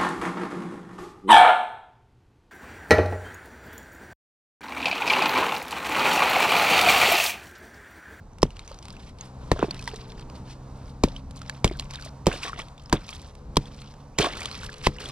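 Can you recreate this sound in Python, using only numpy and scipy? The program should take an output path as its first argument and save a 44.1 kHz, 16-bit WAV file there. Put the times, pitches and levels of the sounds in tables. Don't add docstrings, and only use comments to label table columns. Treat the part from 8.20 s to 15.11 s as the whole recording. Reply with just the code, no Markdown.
import sys
import numpy as np
from scipy import signal
from scipy.fft import rfft, irfft, next_fast_len
from scipy.io import wavfile
from scipy.ndimage import uniform_filter1d

SR = 44100
rng = np.random.default_rng(int(sys.argv[2]) if len(sys.argv) > 2 else 0)


def bounce(signal):
    frames = np.transpose(np.atleast_2d(signal))
    limited = np.clip(frames, -1, 1)
    pcm = np.round(limited * 32767).astype(np.int16)
    wavfile.write(sys.argv[1], SR, pcm)


N = 304949

# (frequency [Hz], level [dB])
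FIZZ_COLOUR = [(300, -37), (710, -5), (1200, 5.5), (1530, -24), (2240, -1), (4040, 0), (6120, -6.5),
               (7380, -11.5), (8410, -11), (11800, -24), (15300, -52), (16400, -52.5)]


def gain_of(db):
    return 10 ** (np.asarray(db) / 20)


def evened(x):
    return x / np.sqrt(np.mean(x ** 2) + 1e-20)


def read(points, hz):
    f, value = np.transpose(points)
    return np.interp(np.log(hz + 1), np.log(f + 1), value)


def curve(rows):
    s, *columns = np.transpose(rows)
    t = np.arange(N) / SR
    return [np.interp(t, s, column) for column in columns]


def add(mix, s, sound):
    part = mix[round(s * SR):][:len(sound)]
    part += sound[:len(part)]


def colour(x, points):
    size = next_fast_len(len(x))
    gain = gain_of(read(points, np.fft.rfftfreq(size, 1 / SR)))
    return irfft(rfft(x, size) * gain, size)[:len(x)]


def flicker(span_s):
    size = max(int(span_s * SR), 2)
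    smoothed = uniform_filter1d(rng.standard_normal(N), size)
    return evened(uniform_filter1d(smoothed, size))


def ring(modes, t):
    return sum(gain_of(db - 60 * t / t60) * np.sin(2 * np.pi * hz * t) for hz, db, t60 in modes)


def bursts(rows, shares=1):
    rise_s, dies_db_per_s = 0.014, 549
    t = np.arange(N) / SR
    out = np.zeros(N)
    for (s, length, db, change_db), share in zip(rows, shares * np.ones(len(rows))):
        age = np.maximum(t - s, 0)
        slant_db = change_db * np.minimum(age / length, 1)
        fade_db = dies_db_per_s * np.maximum(age - length, 0)
        out += share * np.minimum(age / rise_s, 1) * gain_of(db + slant_db - fade_db)
    return out


def grains(per_s, lo_hz, hi_hz, cycles, spread_db, count):
    happens = rng.random(N) < per_s / SR
    size = gain_of(spread_db * np.minimum(rng.exponential(1, N), 4)) * happens
    kind, out = rng.integers(0, count, N), np.zeros(N)
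    for k, hz in enumerate(np.geomspace(lo_hz, hi_hz, count)):
        u = np.arange(int(3 * cycles * SR / hz)) * hz / SR
        swell = u * np.exp(-2.5 * u / cycles)
        shape = swell * np.sin(2 * np.pi * u * (1 + u / 250))
        out += signal.oaconvolve(size * (kind == k), shape / np.linalg.norm(shape))[:N]
    return evened(out)


def blow(crack_db, bend_db, t60, boom_db, bowl_db, rattle_db, ring_hz, ring_db):
    # (frequency [Hz], level [dB])
    crack_colour = [(530, -79), (900, -41.5), (1890, -5), (2850, -1), (3380, 1), (4110, -0.5), (5050, -2.5),
                    (8610, -12.5), (9260, -18.5), (14200, -29.5), (16400, -68.5)]
    # (frequency [Hz], level [dB])
    rattle_colour = [(100, -16), (300, 4), (900, -16), (1500, -22.5), (4000, -26.5), (9000, -38.5),
                     (16000, -55)]
    # (frequency [Hz], relative level [dB], time to fall 60 dB [s])
    bowl_modes = [(139.4, -1.5, 0.13), (206.5, -10, 0.18), (310, -3, 0.092), (429, -25, 0.14),
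                  (1000, 22.5, 0.0096)]
    # (frequency [Hz], relative level [dB], time to fall 60 dB [s])
    boom_modes = [(38.46, -18, 0.47), (56, 0.5, 0.065), (93.7, -4.5, 0.096)]
    bend_hz, slide_s, lag_s = 700, 0.002946, 0.0014
    crack_t60, rattle_t60, shard_t60 = 0.013, 0.08, 0.012

    t = np.arange(SR // 3) / SR
    late = np.maximum(t - lag_s, 0)
    falling = np.sin(2 * np.pi * bend_hz * slide_s * np.log1p(late / slide_s))
    bend = falling * gain_of(bend_db - 60 * (late / t60) ** 1.34)
    noise = rng.standard_normal((2, len(t)))
    crack = evened(colour(noise[0], crack_colour)) * gain_of(crack_db - 60 * t / crack_t60)
    rattle = evened(colour(noise[1], rattle_colour)) * gain_of(rattle_db - 60 * t / rattle_t60)
    shard = ring([(ring_hz, ring_db, shard_t60)], t)
    bowl = gain_of(boom_db) * ring(boom_modes, t) + gain_of(bowl_db) * ring(bowl_modes, t)

    def rise(s):
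        return np.minimum(t / s, 1)

    return bend * rise(0.0005) + (crack + shard) * rise(0.0017) + (rattle - bowl) * rise(0.0035)


def chip(db, hz, click_db):
    t60 = 0.014
    t = np.arange(2000) / SR
    dying = gain_of(-60 * t / t60)
    tone = np.sin(2 * np.pi * hz * t * (1 + 3 * t)) * dying * np.minimum(t / 0.0007, 1)
    noise = evened(colour(rng.standard_normal(len(t)), FIZZ_COLOUR))
    click = noise * gain_of(click_db) * dying * np.minimum(t / 0.0004, 1)
    return gain_of(db) * (tone + click)


def knock_or_ice_ring(db, hz):
    t60 = 0.035
    t = np.arange(4000) / SR
    pair = np.sin(2 * np.pi * hz * t) + 0.32 * np.sin(2 * np.pi * 1.666 * hz * t)
    return gain_of(db - 60 * t / t60) * pair * np.minimum(t / 0.00053, 1)


def squeak(length, from_hz, to_hz, db):
    u = np.arange(0, length, 1 / SR) / length
    roughness = 1 + 0.4 * uniform_filter1d(rng.standard_normal(len(u)), 60)
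    hz = (from_hz + (to_hz - from_hz) * u) * roughness
    return gain_of(db) * np.sqrt(u) * np.sin(2 * np.pi * np.cumsum(hz) / SR)


def crackles_and_rustles():
    # (start [s], length [s],
    # first level [dB], change over the length [dB], smooth share of the power [0-1])
    burst_rows = np.array([(.24, 0.22, -64, 8, 0.34), (0.475, 0.12, -55, -9, 0.7), (0.611, .16, -59, 3, .3),
                           (0.785, .11, -61, 4.5, 0.9), (.98, .1, -59, 1.5, 0.7),
                           (1.197, 0.12, -63, 1, 0.7), (1.341, 0.13, -56.5, 5.5, 1),
                           (1.49, 0.18, -56.5, 4, 0.37), (1.674, 0.3, -47, -14.5, 0.09),
                           (1.969, 0.053, -51, -6, 0), (2.14, 0.042, -55, -0.5, 0.77),
                           (2.24, 0.085, -63, 10.5, 0.97), (2.41, .3, -79, 18.5, 0.2),
                           (2.847, 0.15, -53, -7, 0.5), (3.146, 0.14, -54.5, 0.5, 0.08),
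                           (3.293, .08, -60.5, 5.5, 0), (3.441, 0.21, -43, -12.5, 0.01),
                           (3.69, 0.19, -50, 1, 0.14), (4.075, 0.21, -44, -1.5, .8),
                           (4.218, 0.17, -45, -18, 0.9), (4.37, 0.043, -48.5, 2.5, 0.52),
                           (4.428, .08, -65, -4, .6), (4.577, 0.17, -56, -11, 0),
                           (4.712, 0.17, -48.5, -6.5, 0.17), (4.872, 0.088, -52, 1, 0.3),
                           (4.969, .14, -59.5, 0.5, 0.2), (5.159, .1, -61, -23, 0.8),
                           (5.37, .11, -60, 5.5, 0.8), (5.503, .22, -57.5, 0.5, 0.33),
                           (5.74, .1, -69, 0.5, 0.3), (5.979, 0.092, -27, -11.5, 0.66),
                           (6.083, 0.36, -45, 0.5, 0.33), (6.447, 0.17, -52.5, 0.5, 0.4),
                           (6.625, 0.04, -42.5, 7, .7), (6.7, .08, -56, 5.5, 0.05),
                           (6.789, 0.17, -48, 4.5, 0.38)])
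    snap_fade_s = 0.0035
    happens = rng.random(N) < 220 * gain_of(4.5 * flicker(0.03)) / SR
    snaps = gain_of(5.2 * np.minimum(rng.exponential(1, N), 4)) * happens
    noise = evened(colour(rng.standard_normal(N), FIZZ_COLOUR))
    band = rng.integers(0, 3, N)
    crackle = 0.83 * grains(450, 1088, 5215, 3.8, 3.5, count=18)
    for k, edges_hz in enumerate([(1000, 3200), (2600, 6000), (4500, 15000)]):
        favoured = snaps * np.where(band == k, 1, 0.15)
        gate = signal.lfilter([1], [1, -np.exp(-1 / (snap_fade_s * SR))], favoured)
        band_filter = signal.butter(2, edges_hz, "band", fs=SR, output="sos")
        crackle += evened(gate) * signal.sosfilt(band_filter, noise)
    clumps = gain_of(3 * flicker(0.014))
    fine_grains = grains(1800, 1294, 5530, 8.9, 3.6, count=20)
    rustle = evened(clumps * evened(noise + 0.85 * fine_grains))
    timing, smooth = burst_rows[:, :-1], np.clip(burst_rows[:, -1], 0, 1)
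    smooth_part = bursts(timing, np.sqrt(smooth)) * rustle
    return smooth_part + bursts(timing, np.sqrt(1 - smooth)) * evened(crackle)


def slosh():
    # (start [s], length [s], first level [dB], change over the length [dB])
    surges = [(1.36, 0.076, -47, 9), (1.48, 0.076, -53, 7), (4.085, 0.14, -35, -16.5),
              (4.24, 0.041, -37, -5), (4.32, 0.08, -51, 10.5), (4.745, 0.034, -32.5, -14),
              (5.988, 0.081, -23, -6.5), (6.09, 0.17, -44.5, 0), (6.78, 0.11, -46, -0.5)]
    bubbles = grains(1500, 264.0, 3440, 3.95, 3.16, count=14)
    return bursts(surges) * gain_of(2.6 * flicker(0.0027)) * bubbles


def engine():
    # (time [s], firing rate [Hz], level [dB], extra level of multiples 5 to 8 [dB])
    engine_rows = [(0, 61.1, -65.5, 12), (1.2, 63.86, -45, -1), (2, 64.07, -45.5, 6.5),
                   (2.7, 66, -43.5, -5.5), (3.4, 67.35, -43.5, -13.5), (4, 68.63, -44, -4),
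                   (4.6, 68.75, -52.5, -9.5), (5.2, 70.04, -50, 8), (5.8, 70.57, -48, -2.5),
                   (6.91, 70.47, -54.5, 15)]
    order_db = [-7.5, -2, -11, -13.5, -19, -17, -17, -23]
    hz, db, upper_db = curve(engine_rows)
    turns = np.cumsum(hz) / SR + 0.01 * flicker(0.026)
    hum = np.zeros(N)
    for k, own_db in enumerate(order_db):
        level = gain_of(db + own_db + (k > 3) * upper_db + 2.1 * flicker(0.24))
        hum += level * np.sin(2 * np.pi * ((k + 1) * turns + rng.random()))
    return hum * np.sqrt(2)


def wash():
    # (frequency [Hz], level [dB])
    wash_colour = [(12, -35), (20, 11.5), (48, 6.5), (128, 0), (243, -6), (392, -19), (477, -12.5),
                   (687, -14), (936, -12), (1840, -30.5), (3500, -36.5), (3810, -33), (6490, -38.5),
                   (12400, -52.5), (16400, -87)]
    # (time [s], level [dB])
    wash_level = [(0, -45.5), (1.5, -41), (3.5, -42), (5.5, -44), (6.91, -42)]
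    noise = evened(colour(rng.standard_normal(N), wash_colour))
    rumble = signal.sosfiltfilt(signal.butter(2, 300, fs=SR, output="sos"), noise)
    lumpy = gain_of(2.2 * flicker(0.1)) * rumble
    steadier = gain_of(1.5 * flicker(0.1)) * (noise - rumble)
    return gain_of(curve(wash_level)[0]) * (lumpy + steadier)


def ports(x):
    # (frequency [Hz], phase [radians])
    lead = [(0, 0), (1400, -.75), (3000, -.9), (6000, -1.75), (10000, -2.1), (16000, -2.1)]
    # (frequency [Hz], left minus right [dB])
    sides = [(60, .5), (300, .2), (1400, -2.3), (3000, -.4), (6000, -.6), (10000, -4), (15000, -5.5)]
    # (frequency [Hz], level [dB])
    wide = [(60, -24), (300, -17.5), (700, -10), (2000, -9.5), (5000, -13), (11000, -12)]
    size = next_fast_len(N)
    hz = np.fft.rfftfreq(size, 1 / SR)
    phase = np.interp(hz, *np.transpose(lead))
    tilt = gain_of(read(sides, hz) / 2) * np.exp(0.5j * phase)
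    echoes = rng.standard_normal((2, 600)) * gain_of(-60 * np.arange(600) / SR / 0.011)
    turn = 1.56 * flicker(0.18)
    side = np.zeros(N)
    for weight, echo in zip((np.cos(turn), np.sin(turn)), echoes):
        side += weight * signal.oaconvolve(x, echo / np.linalg.norm(echo))[:N]
    side = colour(side, wide)
    pair = np.array([tilt, 1 / tilt])
    direct = irfft(pair / abs(pair.mean(0)) * rfft(x, size), size)[:, :N]
    return direct + [side, -side]


def scene():
    # (time [s], crack level [dB], bending level [dB], bending time to fall 60 dB [s], ground boom [dB],
    # bowl ring [dB], rattle [dB], shard ring [Hz], shard level [dB])
    blow_rows = [(0.2289, -11, -4, 0.023, -11.5, -18.5, -22.5, 5080, -8.5),
                 (1.3155, -15.5, -6, 0.022, -10.5, -23.5, -19.5, 1820, -13),
                 (1.4265, -52, -8.5, .026, -25, -24, -29, 1500, -14.5),
                 (2.836, -10, -9.5, 0.042, -9, -22, -16.5, 2345, -12),
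                 (3.4438, -10, -9, 0.022, -10, -26, -12.5, 2280, -8),
                 (4.0672, -12, -5.5, 0.032, -12.5, -25.5, -13.5, 3110, -9.5),
                 (4.7264, -9.5, -13.5, 0.044, -11.5, -18.5, -11.5, 1600, -7),
                 (5.3684, -5.5, -11.5, .04, -12.5, -17.5, -24.5, 3240, -4.5),
                 (5.9858, -7, -18, 0.094, -21.5, -29, -42, 3100, -12),
                 (6.6685, -12, -5, 0.0098, -12, -18, -20, 2028, -8)]
    # (time [s], ring level [dB], starting ring pitch [Hz], click level relative to the ring [dB])
    chip_rows = [(.1845, -56, 3280, 15), (.22, -40, 5250, 9), (.265, -42, 3200, -11),
                 (.305, -37.5, 2800, -7), (.3676, -36, 2770, -7), (.393, -36.5, 2250, 2),
                 (.4767, -34.5, 6000, -3), (.5159, -35, 1230, -4.5), (.5883, -38.5, 5900, -5),
                 (.6265, -41, 4040, 3.5), (.6833, -46, 2610, 10), (.704, -36, 4800, -3),
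                 (.133, -54, 6000, -8), (.544, -51.5, 5340, 10), (.654, -50, 3500, 12.5),
                 (.7663, -37.5, 2640, -7), (.986, -43, 4300, -2), (1.0096, -29, 6400, -7),
                 (1.3917, -22, 1320, -12), (1.443, -32, 2460, -13), (1.509, -17.5, 4390, -9),
                 (1.5445, -41.5, 1680, 6), (1.5928, -37, 2600, 0), (1.625, -36, 4900, -1),
                 (1.6763, -18.5, 1930, -7), (1.691, -33, 3470, -11), (1.7149, -42, 1740, -2),
                 (1.7426, -36, 1850, -5), (1.92, -44, 5004, 1), (1.9946, -47, 1430, 6.5),
                 (2.0988, -45, 2380, 4), (2.885, -31.5, 3440, -8), (2.9635, -26, 3030, -14),
                 (3.1097, -46.5, 3900, 6), (3.217, -29, 1290, -7.5), (3.2964, -20.5, 1680, -4),
                 (3.477, -22, 3120, -7), (3.5963, -25, 2680, 4), (3.709, -38, 4900, 3.5),
                 (3.7366, -40.5, 3200, 9), (3.7566, -25, 3620, -9), (3.8237, -35, 4460, -2),
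                 (4.059, -42.5, 2860, 11), (4.1275, -21.5, 2700, -12), (4.2328, -19.5, 2529, -22),
                 (4.3314, -19.5, 1300, -37), (4.3923, -25, 2210, -14), (4.4179, -31, 3220, -11),
                 (4.4842, -43.5, 4280, 1), (4.579, -42.5, 3490, -3), (4.6586, -37, 5200, -10),
                 (4.6967, -50.5, 1616, 15), (4.8908, -30, 2380, -2.5), (4.9294, -29, 3240, -28),
                 (5.1521, -57.5, 1300, 15), (5.3582, -38, 3330, 4), (5.456, -35.5, 3340, -11),
                 (5.6174, -39, 4250, -0.5), (5.7394, -45.5, 1640, -3), (6.026, -12.5, 3160, -8),
                 (6.136, -25, 2180, -29), (6.1696, -25.5, 1317, -7), (6.218, -23, 2250, -7),
                 (6.2569, -32.5, 2530, 11.5), (6.3134, -28.5, 4120, -4.5), (6.4327, -26, 1435, -10),
                 (6.4923, -26, 1638, -32), (6.5291, -36.5, 2410, 0), (6.541, -35.5, 4300, -0.5),
                 (6.652, -28, 2900, -1), (6.6652, -13.5, 2548, -5.5), (6.785, -26.5, 2793, -21),
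                 (6.8578, -22.5, 3300, -25)]
    # (time [s], level [dB], lower tone [Hz])
    tone_pair_rows = [(.254, -21.5, 252), (.513, -33, 544), (1.233, -36.5, 275), (1.319, -31, 1890),
                      (1.43, -33, 2600), (1.594, -35, 2560), (1.362, -26.5, 606), (1.394, -21, 407),
                      (1.443, -16.5, 416), (1.484, -24, 348), (1.676, -23, 946), (1.736, -26.5, 430),
                      (2.877, -28, 530), (3.512, -21.5, 362), (3.862, -32.5, 636), (4.085, -17, 433),
                      (4.138, -26.5, 550), (4.248, -32, 470), (4.262, -32, 1080), (4.28, -27.5, 1144),
                      (4.295, -27.5, 1110), (4.392, -28.5, 1150), (4.747, -25, 424), (5.9995, -12, 422),
                      (6.048, -25, 417), (6.06, -20.5, 1086), (6.069, -19.5, 700)]
    # (start [s], length [s], from [Hz], to [Hz], level [dB])
    squeak_row = (5.93, .052, 2250, 3150, -59)
    mix = np.zeros(N)
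    sources = ((blow_rows, blow), (chip_rows, chip), (tone_pair_rows, knock_or_ice_ring),
               ([squeak_row], squeak))
    for rows, play in sources:
        for s, *settings in rows:
            add(mix, s, play(*settings))
    return ports(mix + crackles_and_rustles() + slosh() + engine() + wash())


def record(dry):
    thin = signal.sosfilt(signal.butter(2, 28, "high", fs=SR, output="sos"), dry)
    treble_cut = signal.firwin(511, 16400, window=("kaiser", 9), fs=SR)
    return signal.oaconvolve(np.clip(thin, -1, 1), treble_cut[None], "same")


dry = scene()
out = record(dry)
bounce(out)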